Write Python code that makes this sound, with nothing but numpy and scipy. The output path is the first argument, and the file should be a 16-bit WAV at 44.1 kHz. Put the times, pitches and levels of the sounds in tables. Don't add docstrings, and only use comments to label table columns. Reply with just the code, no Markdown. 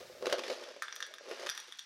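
import sys
import numpy as np
from scipy import signal
from scipy.fft import rfft, irfft
from scipy.io import wavfile

SR = 44100
rng = np.random.default_rng(int(sys.argv[2]) if len(sys.argv) > 2 else 0)


def file_out(sig):
    cols = np.atleast_2d(sig).T
    lim = np.clip(cols, -1, 1)
    pcm = np.round(lim * 32767).astype(np.int16)
    wavfile.write(sys.argv[1], SR, pcm)


def elevation(decibels):
    levels = np.asarray(decibels, float)
    return 10 ** (levels / 20)


N = 81585
RING_RISE_S = 0.0005


def evened(x):
    return x / np.sqrt(np.mean(x ** 2) + 1e-20)


def read_table(points, hz):
    table_hz, value = np.transpose(points)
    return np.interp(np.log(hz + 1), np.log(table_hz + 1), value)


def level_curve(rows, column):
    rows = np.array(rows)
    return elevation(np.interp(np.arange(N) / SR, rows[:, 0], rows[:, column]))


def coloured(x, points):
    hz = np.fft.rfftfreq(len(x), 1 / SR)
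    return irfft(rfft(x) * elevation(read_table(points, hz)), len(x))


def low_cut(x, hz):
    return signal.sosfilt(signal.butter(4, hz, "high", fs=SR, output="sos"), x)


def add(mix, start_s, sound):
    part = mix[max(round(start_s * SR), 0):][:len(sound)]
    part += sound[:len(part)]


def burst(points, t60, rise_s):
    t = np.arange(2048) / SR
    noise = evened(coloured(rng.standard_normal(len(t)), points))
    return noise * elevation(-60 * t / t60) * (1 - np.exp(-t / rise_s))


def rattle(shapes, per_s, spread_db):
    happens = rng.random(N) < per_s / SR
    size = elevation(spread_db * np.minimum(rng.exponential(1, N), 4)) * happens
    pick = rng.integers(0, len(shapes), N)
    return evened(sum(signal.oaconvolve(size * (pick == k), shape)[:N] for k, shape in enumerate(shapes)))


# frequency in Hz, relative strength in dB per Hz.
AIR_COLOUR = [(20, -40), (300, -14), (500, -20), (850, -20), (1600, -4.5), (2300, -7), (5800, -7.5),
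              (8000, -22), (16000, -69)]
# frequency in Hz, relative strength in dB per Hz.
RUSTLE_COLOUR = [(20, -18), (130, 1.5), (260, -1.5), (400, -27), (6000, -13), (10000, -17), (14000, -19)]
# time in seconds, rms level in dB.
RUSTLE_LEVEL = [(0.0, -63), (.3, -65), (.42, -86.5), (1.85, -92)]


def background():
    air_noise, rustle_noise = rng.standard_normal((2, N))
    air = elevation(-61.5) * evened(coloured(air_noise, AIR_COLOUR))
    rustle = level_curve(RUSTLE_LEVEL, column=1) * evened(coloured(rustle_noise, RUSTLE_COLOUR))
    return air + rustle


# pitch as a ratio of the main pitch, relative level in dB,
# time to fall 60 dB in seconds.
HOLLOW_TONES = [(0.599, -10, 0.032), (0.82, -2, 0.03), (0.999, 3.5, 0.028), (1.191, -5, 0.019),
                (1.8, -13.5, 0.02), (2.3, -11, 0.022)]


def thud(hz):
    t = np.arange(4096) / SR
    x = sum(elevation(db - 60 * t / t60) * np.sin(2 * np.pi * ratio * hz * t) for ratio, db, t60 in HOLLOW_TONES)
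    x = x * (1 - np.exp(-t / 0.0019)) ** 2
    return x / abs(x).max()


# frequency in Hz, relative strength in dB per Hz.
CRACK_COLOUR = [(410, -20), (700, -49), (852, -7), (1870, -6.5), (5840, -13), (8100, -26), (10800, -25),
                (16000, -45.5)]
SHELL_HZ, SHELL_WIDTH, SHELL_DB = (1750, 4900), 0.16, 2


def crack(t60):
    x = burst(CRACK_COLOUR, t60, rise_s=0.0021)
    centre_hz = np.exp(rng.uniform(*np.log(SHELL_HZ)))
    away = np.log(np.fft.rfftfreq(len(x), 1 / SR) / centre_hz + 1e-9) / SHELL_WIDTH
    return irfft(rfft(x) * elevation(SHELL_DB * np.exp(-away ** 2)), len(x))


# time in seconds, level of the hollow rumble in dB,
# level of the crackle in dB.
TUMBLE_LEVELS = [(0.0, -50, -56.5), (.08, -63.5, -63), (.2, -53, -67.5), (.25, -44, -55), (.31, -43, -46.5),
                 (.36, -44, -50.5), (.42, -43.5, -53.5), (.46, -47, -48), (.53, -43, -46.5),
                 (.57, -50.5, -52), (.72, -51.5, -57.5), (.79, -61, -65.5), (.86, -69.5, -57.5),
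                 (1.1, -61.5, -61.5), (1.19, -70.5, -69.5), (1.25, -57.5, -58), (1.32, -46, -49),
                 (1.36, -54.5, -53), (1.45, -45.5, -49), (1.51, -67, -52.5), (1.6, -72, -53.5),
                 (1.76, -92, -64), (1.85, -99, -69)]


def tumbling():
    thuds = [thud(533 * ratio) for ratio in rng.uniform(0.806, 1.19, size=12)]
    rumble = rattle(thuds, per_s=240, spread_db=2)
    crackle = rattle([crack(t60=0.0048) for _ in range(20)], per_s=1300, spread_db=2)
    return level_curve(TUMBLE_LEVELS, column=1) * rumble + level_curve(TUMBLE_LEVELS, column=2) * crackle


# start in seconds, level of the hollow thud in dB,
# main pitch of the hollow in Hz, level of the crack in dB above the thud.
KNOCKS = [(0.004, -43, 485, -7), (0.097, -40.5, 506, -34), (0.15, -44.5, 556, -22),
          (0.2235, -28.5, 494, -8), (0.256, -32, 493, 5), (0.267, -22, 504, -2), (0.297, -40.5, 640, 11.5),
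          (0.325, -19.5, 563, 2), (0.336, -28, 648, -25), (0.34, -33.5, 485, -8), (0.382, -29.5, 505, 0),
          (0.391, -29.5, 496, 2.5), (0.436, -40, 533, 8.5), (0.48, -34.5, 424, 4), (0.499, -27, 550, -1.5),
          (0.514, -31.5, 506, -2), (0.636, -45.5, 530, 10), (0.686, -43.5, 520, 3.5),
          (0.7627, -40.5, 552, -3.5), (1.208, -44, 577, -26), (1.281, -38, 462, -14),
          (1.311, -33, 442, 1.5), (1.395, -42, 500, 7), (1.432, -36, 530, -15), (1.462, -45, 498, 15),
          (1.467, -37.5, 563, 12.5), (1.68, -51.5, 474, 7)]


def knocks():
    out = np.zeros(N)
    for start_s, thud_db, hz, crack_db in KNOCKS:
        add(out, start_s, elevation(thud_db) * thud(hz))
        add(out, start_s, elevation(thud_db + crack_db) * crack(t60=0.021))
    return out


def jar():
    return low_cut(knocks() + tumbling(), 285)


# frequency in Hz, time to fall 60 dB in seconds.
ROOM_DECAY = [(300, 0.087), (1500, 0.16), (5000, 0.19), (12000, 0.039)]


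def room(x):
    taps = np.zeros(SR // 2)
    at = np.arange(200, SR // 2 - 20, 20)
    taps[at + rng.integers(0, 20, len(at))] = rng.choice([-1., 1.], len(at))
    hz, t, bands = signal.stft(taps, SR, nperseg=256)
    fade = elevation(-60 * t / read_table(ROOM_DECAY, hz)[:, None])
    tail = signal.istft(bands * fade, SR, nperseg=256)[1]
    return signal.fftconvolve(x, tail / np.linalg.norm(tail))[:N]


# start in seconds, level in dB, pitch in Hz.
PINGS = [(0.393, -42.5, 3070), (0.4357, -34, 2390), (0.4363, -34.5, 3470), (0.64, -41, 3440)]


def pings():
    out, t = np.zeros(N), np.arange(2048) / SR
    for start_s, db, hz in PINGS:
        envelope = elevation(db - 60 * t / 0.023) * (1 - np.exp(-t / RING_RISE_S))
        add(out, start_s, envelope * np.sin(2 * np.pi * hz * t))
    return out


# centre in Hz, spread in Hz (modes lie within twice this either side),
# relative level in dB, time to fall 60 dB in seconds for the ring alone.
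BOWL_MODES = [(1354, 60, -7, 0.35), (1675, 66, -2, 0.32), (2077, 150, -15.5, 0.95), (3504, 68, -0.5, 0.18),
              (4570, 260, 0, 0.18), (5780, 90.6, 0, 0.39), (8420, 130, -10, 0.46), (9300, 69, -3.5, 0.15),
              (11000, 250, -3, 0.13), (13800, 500, -1.5, 0.037)]
FAMILY_EDGES = [2600, 4400, 7200]
# frequency in Hz, relative strength in dB.
TICK_COLOUR = [(1000, 17), (1700, 19), (5700, 27), (12000, 21), (16000, 6)]
CLUSTER = 8
STRIKE_SPREAD_DB, CLUSTER_SPREAD_DB = 3, 3
CONTACT_T60, AFTER_DB = 0.022, -13
TICK_FOLLOWS = 0.64


def clink(families_db, detune):
    hz, spread, db, t60 = np.repeat(BOWL_MODES, CLUSTER, axis=0).T[:, :, None]
    t, family_db = np.arange(6144) / SR, np.array(families_db)
    strike_db = STRIKE_SPREAD_DB * rng.standard_normal((len(hz), 1))
    spot_db = CLUSTER_SPREAD_DB * np.repeat(rng.standard_normal((len(BOWL_MODES), 1)), CLUSTER, axis=0)
    db = db + family_db[np.searchsorted(FAMILY_EDGES, hz)] - 13.5
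    db = db + strike_db + spot_db * (hz > FAMILY_EDGES[-1])
    ring = (elevation(db - 60 * t / t60) * np.sin(2 * np.pi * (hz + spread * detune) * t)).sum(axis=0)
    ring = ring * (elevation(-60 * t / CONTACT_T60) + elevation(AFTER_DB)) * (1 - np.exp(-t / RING_RISE_S))

    tick = burst(TICK_COLOUR, t60=0.02, rise_s=0.00053) * elevation(-0.5)
    bands = np.searchsorted(FAMILY_EDGES, np.fft.rfftfreq(len(tick), 1 / SR))
    strongest_db = family_db.max()
    tick_db = TICK_FOLLOWS * (family_db[bands] - strongest_db) + strongest_db
    add(ring, 0, irfft(rfft(tick) * elevation(tick_db), len(tick)))
    return ring


# start in seconds, then the levels in dB of the low, middle,
# high and top families of modes.
DROPS = [(0.822, -25, -43, -38.5, -46), (0.8324, -34, -42, -69, -57), (0.8821, -35.5, -40.5, -63, -69),
         (0.9252, -35.5, -40.5, -41.5, -68), (0.956, -70, -58, -51, -47.5), (0.962, -41, -42, -42, -52),
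         (1.0039, -33, -47.5, -43.5, -53), (1.0256, -31.5, -31.5, -37, -54), (1.0649, -44, -47, -58, -54),
         (1.1385, -41, -39, -47.5, -55), (1.1833, -43.5, -47.5, -51, -65), (1.4906, -29.5, -28.5, -37, -50),
         (1.4976, -31.5, -32.5, -32.5, -41), (1.5505, -44, -63, -51, -56), (1.5762, -36, -37.5, -39.5, -46),
         (1.6006, -49, -43, -44, -50), (1.723, -42.5, -40.5, -48.5, -57), (1.7872, -55, -48, -44.5, -68),
         (1.7917, -45, -35, -43, -48)]
# relative level in dB of the low, middle, high, top family.
SETTLE_FAMILIES_DB = [-26, -6.5, -13, -12.5]


def bowl():
    out = np.zeros(N)
    places = (np.arange(CLUSTER) + rng.random((len(BOWL_MODES), CLUSTER))) / CLUSTER
    detune = (4 * places - 2).reshape(-1, 1)
    for start_s, *families_db in DROPS:
        add(out, start_s, clink(families_db, detune))
    touches = [clink(SETTLE_FAMILIES_DB, detune) for _ in range(6)]
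    settling = rattle(touches, per_s=70, spread_db=3.5)
    after_first_drop = np.arange(N) / SR > DROPS[0][0]
    out = out + elevation(-68.5) * settling * after_first_drop
    return low_cut(out, 1020)


# start in seconds, peak level in dB.
BUMPS = [(1.4972, -54.5)]


def bumps():
    out, u = np.zeros(N), np.arange(2048) / SR / 0.0007
    for start_s, db in BUMPS:
        add(out, start_s, elevation(db) * u * np.exp(1 - u))
    return out


def scene():
    near = jar() + pings() + bowl()
    return (near + elevation(-11.5) * room(near) + bumps() + background())[None]


def low_pass(x):
    return signal.sosfilt(signal.butter(12, 16460, fs=SR, output="sos"), x)


def record(dry):
    clipped = np.clip(dry, -0.084, 0.078)
    mix = signal.oaconvolve(clipped, signal.firwin(255, 16200, fs=SR)[None], "same")
    return low_pass(mix)


dry = scene()
out = record(dry)
file_out(out)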